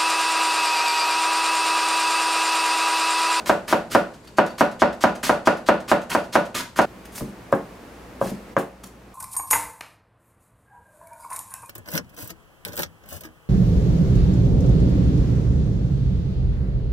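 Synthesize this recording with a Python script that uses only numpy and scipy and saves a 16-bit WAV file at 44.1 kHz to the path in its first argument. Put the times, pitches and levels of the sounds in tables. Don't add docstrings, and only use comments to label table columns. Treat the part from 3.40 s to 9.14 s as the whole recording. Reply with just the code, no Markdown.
import sys
import numpy as np
from scipy import signal
from scipy.fft import rfft, irfft, next_fast_len
from scipy.io import wavfile
from scipy.ndimage import uniform_filter1d, map_coordinates

SR = 44100
rng = np.random.default_rng(int(sys.argv[2]) if len(sys.argv) > 2 else 0)


def wrap_up_sound(samples):
    columns = np.atleast_2d(samples).T
    tamed = np.clip(columns, -1, 1)
    steps = np.round(tamed * 32767).astype(np.int16)
    wavfile.write(sys.argv[1], SR, steps)


def field_ratio(decibels):
    return 10 ** (np.asarray(decibels, dtype=float) / 20)


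N = 253124
CUT = 3.456
LONG = SR * 2 // 5

# [t/s, level/dB, time in leaves/s, crunch level/dB, crispness/dB]
FAST_STROKES = [(0.095, -3, 0.039, -33, -1), (0.326, -4, .05, -31, -2.5), (0.549, -2, .04, -30.5, -2),
                (0.984, -1.5, 0.017, -37.5, -6.5), (1.208, -2.5, 0.03, -34, -3),
                (1.419, -2, 0.027, -32.5, -14), (1.638, -2, 0.033, -31, -8),
                (1.894, -3.5, 0.065, -28.5, -3), (2.072, -1.5, 0.02, -31, -7.5),
                (2.287, -1.5, 0.027, -33, -10), (2.515, -2.5, 0.037, -32, -4),
                (2.749, -6, 0.053, -31.5, -2), (2.954, -2.5, 0.031, -30, -6.5),
                (3.389, -2, 0.031, -36, 0.5)]
# [t/s, level/dB, contact/ms, crack level/dB]
EARLIER_STROKE = [
    (-.13, -1.7, 0.18, -20),
]
# [delay/ms, left level/dB, right level/dB]
WALLS_FIRST = [(3.15, -6, -5), (3.6, -10, -7), (5.0, -7, -6), (6.3, -5, -5), (8.95, -9, -5), (15.8, -9, -8)]
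# [f/Hz, level/dB, t60/s]
RING_FIRST = [(60.2, -12, 0.52), (103, -22, 0.29), (149.8, -17, 0.39), (178.8, -3.5, 0.25),
              (205.2, -6, 0.3), (240.8, -7, 0.35), (288, 0.5, 0.12), (310, 2.5, 0.17), (338.6, -11, 0.39),
              (426, -8.5, 0.32), (463, 0, 0.15), (512.6, -7, 0.34), (525.6, -9.5, 0.28), (572.3, 0.5, 0.26),
              (584.4, 0, 0.27), (652.4, -1.5, 0.29), (704, -8.5, 0.27), (745, -9, 0.32), (850, -9, 0.19),
              (910, -11.5, 0.23), (955, 1, 0.12), (994, -8, 0.27), (1049, -16, 0.38), (1155, -31, 0.19),
              (1237, -13, 0.28), (1330, -17, 0.29), (1344, -15, 0.22), (1437, -2.5, 0.26),
              (1474, -12, 0.36), (1600, -12, 0.11)]


def fast_strokes():
    contact_ms = 0.19
    blows = [(s, db, contact_ms, -23.5 + 63 * cut_s) for s, db, cut_s, _, _ in FAST_STROKES]
    events = EARLIER_STROKE + blows
    return small(knocks(events, WALLS_FIRST, RING_FIRST, ring_db=-17, wet_db=13, lean_db=-0.24))


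# [t/s, level/dB, contact/ms, crack level/dB]
SLOW_BLOWS = [
    (4.1255, -6, .23, -26.5),
    (4.8135, -10, 0.28, -35),
    (5.1655, -7, 0.2, -26.5),
]
# [delay/ms, left level/dB, right level/dB]
WALLS_SECOND = [(1.8, -3.5, -1), (3.3, -10, -17), (5.0, -9, -24), (10.9, -4, -9), (15.7, -14, -9)]
# [f/Hz, level/dB, t60/s]
RING_SECOND = [(143.5, -8.5, 0.23), (176.4, -10.5, 0.34), (203.5, -4, 0.18), (238.5, 0.5, 0.23),
               (289.7, 0, 0.19), (330, -2, 0.18), (373, -8.5, 0.35), (462, -3, 0.26), (544, -1, 0.16),
               (570, -6, 0.3), (545, -7.5, 0.38), (680, -7, 0.094), (696, -6.5, 0.19), (795, -2.5, 0.15),
               (850, -7, 0.28), (953, -9, .22), (1000, -16, 0.18), (1083, -15, 0.33), (1130, -10, 0.22),
               (1370, -18, .2), (1400, -12, 0.19), (1486, -8, 0.21), (1586, -0.5, 0.11), (1653, -14, 0.16)]


def slow_blows():
    return small(knocks(SLOW_BLOWS, WALLS_SECOND, RING_SECOND, ring_db=-15, wet_db=11, lean_db=-0.1))


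# [t/s, level/dB, contact/ms, crack level/dB]
SOFT_BUMPS = [
    (3.808, -27.5, 0.24, -40),
    (3.821, -23, 0.66, -40),
    (3.879, -35, 0.6, -34.5),
    (4.859, -26, 0.32, -40),
    (4.915, -27, 0.5, -40),
    (5.436, -45, 0.11, -22),
]
# [f/Hz, level/dB, t60/s]
COUNTER_RING = [(52, -17, 0.66), (136, -3, 0.2), (190.5, -0.5, 0.44), (207.4, 4, 0.33), (250, -5, 0.29),
                (291.4, -5, 0.25), (353.6, 0, 0.23), (461, -8, 0.24), (595, -8, 0.4)]


def soft_bumps():
    return knocks(SOFT_BUMPS, WALLS_SECOND, COUNTER_RING, ring_db=-7.5, wet_db=3, lean_db=1.0)


def knocks(events, walls, modes, ring_db, wet_db, lean_db):
    t = np.arange(LONG) / SR
    waves = ringing(modes, ring_db, lean_db)
    haze = field_ratio(wet_db) * tail(KNOCK_COLOUR, 0.0014)
    echoes = np.zeros((2, LONG))
    echoes[:, 0] = field_ratio([0.4, -0.4])
    for ms, left_db, right_db in walls:
        echoes[:, round(ms * SR / 1000)] += field_ratio([left_db, right_db])
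    lead = SR // 4
    out = np.zeros((2, lead + N + SR))
    u = np.arange(-90, 91) / SR * 1000
    for s, db, contact_ms, crack_db in events:
        force = np.exp(-(u / contact_ms) ** 2 / 2)
        push = -1.6 * u / contact_ms * force - 0.31 * force
        crack = np.pad(edge_crack(crack_db), (72, 0))
        direct = signal.fftconvolve(echoes, push[None], axes=1)[:, :LONG]
        direct += signal.fftconvolve(echoes, crack[None], axes=1)[:, :LONG]
        spot = field_ratio(2.5 * rng.standard_normal(waves.shape[1]))
        ring = spot @ waves + haze + field_ratio(wet_db - 3) * tail(KNOCK_COLOUR, 0.00037)
        soft = np.exp(-(u / max(contact_ms - 0.13, 0.02)) ** 2 / 2)
        body = signal.fftconvolve(ring, soft[None] / soft.sum(), axes=1)[:, :LONG]
        body = np.pad(body, ((0, 0), (30, 0)))[:, :LONG]
        start = lead + round(s * SR) - 30
        out[:, start:start + LONG] += field_ratio(db + 2.5) * (direct + body)
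    return out[:, lead:lead + N]


def ringing(modes, ring_db, lean_db):
    t = np.arange(LONG) / SR
    hz, level_db, t60 = np.repeat(np.transpose(modes), 3, axis=1)[..., None]
    flank = np.arange(len(hz))[:, None] % 3 > 0
    hz = hz + 15 * rng.standard_normal(hz.shape) * flank
    phase = 2 * np.pi * rng.random(hz.shape)
    phase = phase + 0.38 * np.minimum(hz / 450, 1) * rng.standard_normal((2, *hz.shape))
    pan = field_ratio(1.5 * rng.standard_normal((2, *hz.shape)) + [[[lean_db]], [[-lean_db]]])
    level_db = level_db + ring_db - 2 - 5 * flank - 1.5 * np.log2(1 + hz / 600)
    build = 1 - np.exp(-t / 0.003)
    return pan * np.sin(2 * np.pi * hz * t + phase) * field_ratio(level_db - 60 * t / t60) * build


def edge_crack(crack_db):
    t = np.arange(LONG) / SR
    peak = lambda f, centre, width: 1 / (1 + ((f - centre) / width) ** 2)
    colour = lambda f: 0.053 + peak(f, 2900, 900) + 0.21 * peak(f, 6500, 1500)
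    return field_ratio(crack_db + 6.5 - 60 * t / 0.013) * filtered(rng.standard_normal(LONG), colour)


def small(x):
    return signal.sosfilt(signal.butter(3, 120, "high", fs=SR, output="sos"), x)


# [t/s, length/s, level/dB, crispness/dB]
SHORT_CUTS = [
    (0.498, 0.023, -40, -9),
    (0.838, .014, -58, -5),
    (3.144, 0.064, -30, -1.5),
]
# [t/s, level/dB]
BLADE_LIFTS = [(0, -50.5), (.735, -53), (.87, -51.5), (1.059, -43), (1.1, -56), (1.215, -50), (1.31, -49.5),
               (1.525, -49), (1.75, -45.5), (2.167, -48), (2.399, -50.5), (2.613, -49), (2.836, -51),
               (3.051, -47.5), (3.412, -39.5)]


def crunches():
    def crunch(s, length, db, crisp_db):
        swell_db = 9 - 190 * length
        body_db = 2.5 + 0.87 * crisp_db
        return s, length + 0.0021, db, swell_db, crisp_db, body_db

    cuts = [crunch(s - cut_s, cut_s, db, crisp_db) for s, _, cut_s, db, crisp_db in FAST_STROKES]
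    cuts += [crunch(*row) for row in SHORT_CUTS]
    lifts = [(s, 0.028, db, -7, -5, 0) for s, db in BLADE_LIFTS]
    return leaves(cuts + lifts)


# [t/s, length/s, level/dB, swell/dB, brightness/dB]
SHRED_SCRAPES = [(3.651, 0.017, -48.5, -8, 3.5), (3.717, .05, -54, 4.5, 9.5),
                 (3.751, 0.05, -46, -2.5, 12.5), (3.774, 0.012, -41, -1, 7), (3.881, .025, -60, -4, 2),
                 (4.122, 0.014, -47, -16, 5), (4.143, .042, -62, -9, 10), (4.805, 0.031, -51, 4, 8),
                 (4.836, 0.069, -44.5, .5, 3.5), (5.181, 0.057, -55.5, -12, 10.5),
                 (5.432, 0.01, -44.5, 5, 4), (5.455, 0.021, -62, 0, 15)]


def scrapes():
    body_db = 0.5
    return leaves([(*row, body_db) for row in SHRED_SCRAPES])


# [t/s, length/s, f/Hz, level/dB]
BLADE_SQUEAKS = [
    (.865, .035, 4500, -55),
    (1.085, .045, 4550, -50),
    (.832, .012, 4800, -60),
    (3.655, .06, 4950, -62),
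    (.875, .03, 7400, -64),
]


def leaves(rows):
    t = np.arange(N) / SR
    power = np.zeros((3, N))
    for s, length, db, swell_db, top_db, body_db in rows:
        span = slice(max(round((s - 0.01) * SR), 0), round((s + length + 0.08) * SR))
        age = t[span] - s
        swell = swell_db * (2 * np.clip(age / max(length, 0.004), 0, 1) - 1)
        rise = np.clip((age + 0.0019) / 0.008, 0, 1) ** 1.4
        shape = rise * field_ratio(swell - 60 * np.maximum(age - length, 0) / 0.028)
        power[:, span] += (shape * field_ratio(db + np.array([[body_db], [0], [top_db]]))) ** 2
    below = lambda f, edge_hz: 1 / (1 + (f / edge_hz) ** 4)
    fine = snaps(grain=20, rough_db=2.8)
    body = filtered(snaps(grain=60, rough_db=4.5), lambda f: below(f, 3000))
    hiss = filtered(fine, lambda f: 1 - below(f, 3000))
    top = filtered(fine, lambda f: 1 - below(f, 7100))
    dry = np.sum(np.sqrt(power) * [body, hiss - top, top], axis=0) / np.std(hiss) * field_ratio(1.5)
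    slip = 0.03 * np.cumsum(rng.standard_normal(N))
    for s, length, hz, db in BLADE_SQUEAKS:
        arch = np.sin(np.pi * np.clip((t - s) / length, 0, 1))
        dry += field_ratio(db + 3) * arch * np.sin(2 * np.pi * hz * t + slip)
    wet = signal.fftconvolve(dry[None], tail([(100, 1.0), (16000, -3.1)], 0.00028), axes=1)[:, :N]
    return field_ratio(-2.5) * dry + field_ratio(-5.5) * wet


# [f/Hz, level/dB per Hz]
CRUNCH_COLOUR = [(59, -19), (100, -14), (197, -4.5), (492, -17), (570, -8.5), (705, -14), (1010, -7),
                 (1650, -9), (2470, -8.5), (11400, -18.5), (16000, -25.5)]


def snaps(grain, rough_db):
    lumps = unit(uniform_filter1d(rng.exponential(1, N) - 1, size=grain))
    crackle = unit(rng.standard_normal(N) * field_ratio(rough_db * np.minimum(lumps, 2.5)))
    return filtered(crackle, lambda f: field_ratio(along(CRUNCH_COLOUR, f)))


# [f/Hz, level/dB per Hz]
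KNOCK_COLOUR = [(150, -15.5), (300, -6), (600, 2), (1200, -4.5), (1750, -6.5), (2200, -13.5), (2700, -10.5),
                (3200, -16), (5000, -16), (9000, -30), (14000, -58)]
# [f/Hz, t60/s]
ROOM_T60 = [(100, 0.69), (260, 0.3), (700, 0.35), (1800, 0.32), (5000, 0.32), (12000, 0.27)]


def tail(spectrum, onset):
    hz, t, z = signal.stft(diffuse(LONG, spectrum, wide=0.99), SR, nperseg=256)
    decay = field_ratio(-60 * t / along(ROOM_T60, hz)[:, None])
    dying = signal.istft(z * decay, SR, nperseg=256)[1][:, :LONG]
    dying = dying * (1 - np.exp(-np.arange(LONG) / SR / onset))
    return dying / np.linalg.norm(dying[0])


# [f/Hz, likeness 0..1]
LIKENESS = [(60, 0.91), (300, 0.93), (1400, 0.49), (6800, 0.43), (15000, 0.53)]


def diffuse(size, spectrum, wide=1):
    def mid_side(hz):
        turn = np.arccos(np.clip(along(LIKENESS, hz), -1, 1)) / 2 * wide
        return field_ratio(along(spectrum, hz)) * [np.cos(turn), np.sin(turn)]

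    mid, side = filtered(rng.standard_normal((2, size)), mid_side)
    return unit(np.array([mid + side, mid - side]))


# [f/Hz, level/dB per Hz]
RUSH_FIRST = [(12, -32), (20, -1), (198, 10), (1290, -5.5), (2530, -12), (3440, -15), (4540, -13.5),
              (5380, -18.5), (7310, -16), (13500, -28.5), (16000, -37)]
# [f/Hz, level/dB per Hz]
RUSH_SECOND = [(12, -59), (20, -36), (49, -4), (82, -12), (158, -9), (182, -5.5), (285, -6), (319, -7),
               (500, -9.5), (873, -13.5), (2500, -22.5), (3300, -28), (16000, -39.5)]
# [t/s, level/dB]
RUSH_LEVEL = [(0, -45), (.9, -47.5), (3.455, -49), (3.457, -43.5), (5.135, -42.5), (5.145, -49.5),
              (5.74, -48)]
# [f/Hz, level/dB]
FRIDGE_HUM = [(58.8, -52.5), (118.4, -57), (188.4, -55.5)]


def background():
    t = np.arange(N) / SR
    rush = np.where(t < CUT, diffuse(N, RUSH_FIRST), diffuse(N, RUSH_SECOND))
    drift = rng.standard_normal((len(FRIDGE_HUM), 60))
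    where = np.broadcast_arrays(np.arange(len(FRIDGE_HUM))[:, None], 8 * t)
    waver = map_coordinates(drift, where, order=1)
    hum = np.zeros(N)
    for (hz, db), w in zip(FRIDGE_HUM, waver):
        hum += field_ratio(db + 1.5 * w) * np.sin(2 * np.pi * hz * t + 0.4 * w)
    return field_ratio(np.interp(t, *np.transpose(RUSH_LEVEL))) * rush + hum * np.where(t < CUT, field_ratio(-5), 1)


def unit(x):
    return x / np.sqrt(np.mean(x ** 2) + 1e-20)


def along(points, hz):
    f, v = np.transpose(points)
    return np.interp(np.log(hz + 1), np.log(f + 1), v)


def filtered(x, response):
    m = next_fast_len(x.shape[-1] + 8192)
    return irfft(rfft(x, m) * response(np.fft.rfftfreq(m, 1 / SR)), m)[..., :x.shape[-1]]


def scene():
    first = fast_strokes() + crunches()
    second = slow_blows() + scrapes() + soft_bumps()
    fade = np.clip((np.arange(N) / SR - CUT) / 0.00083 + 1, 0, 1)
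    return first * (1 - fade) + second * fade + background()


def roll_off(x):
    return signal.sosfilt(signal.butter(12, 16480, fs=SR, output="sos"), x)


def record(dry):
    rounded = dry / (1 + np.abs(dry / 0.97) ** 8) ** (1 / 8)
    mix = filtered(rounded, lambda f: 1 / (1 + (f / 15900) ** 60))
    return roll_off(mix)


dry = scene()
out = record(dry)
wrap_up_sound(out)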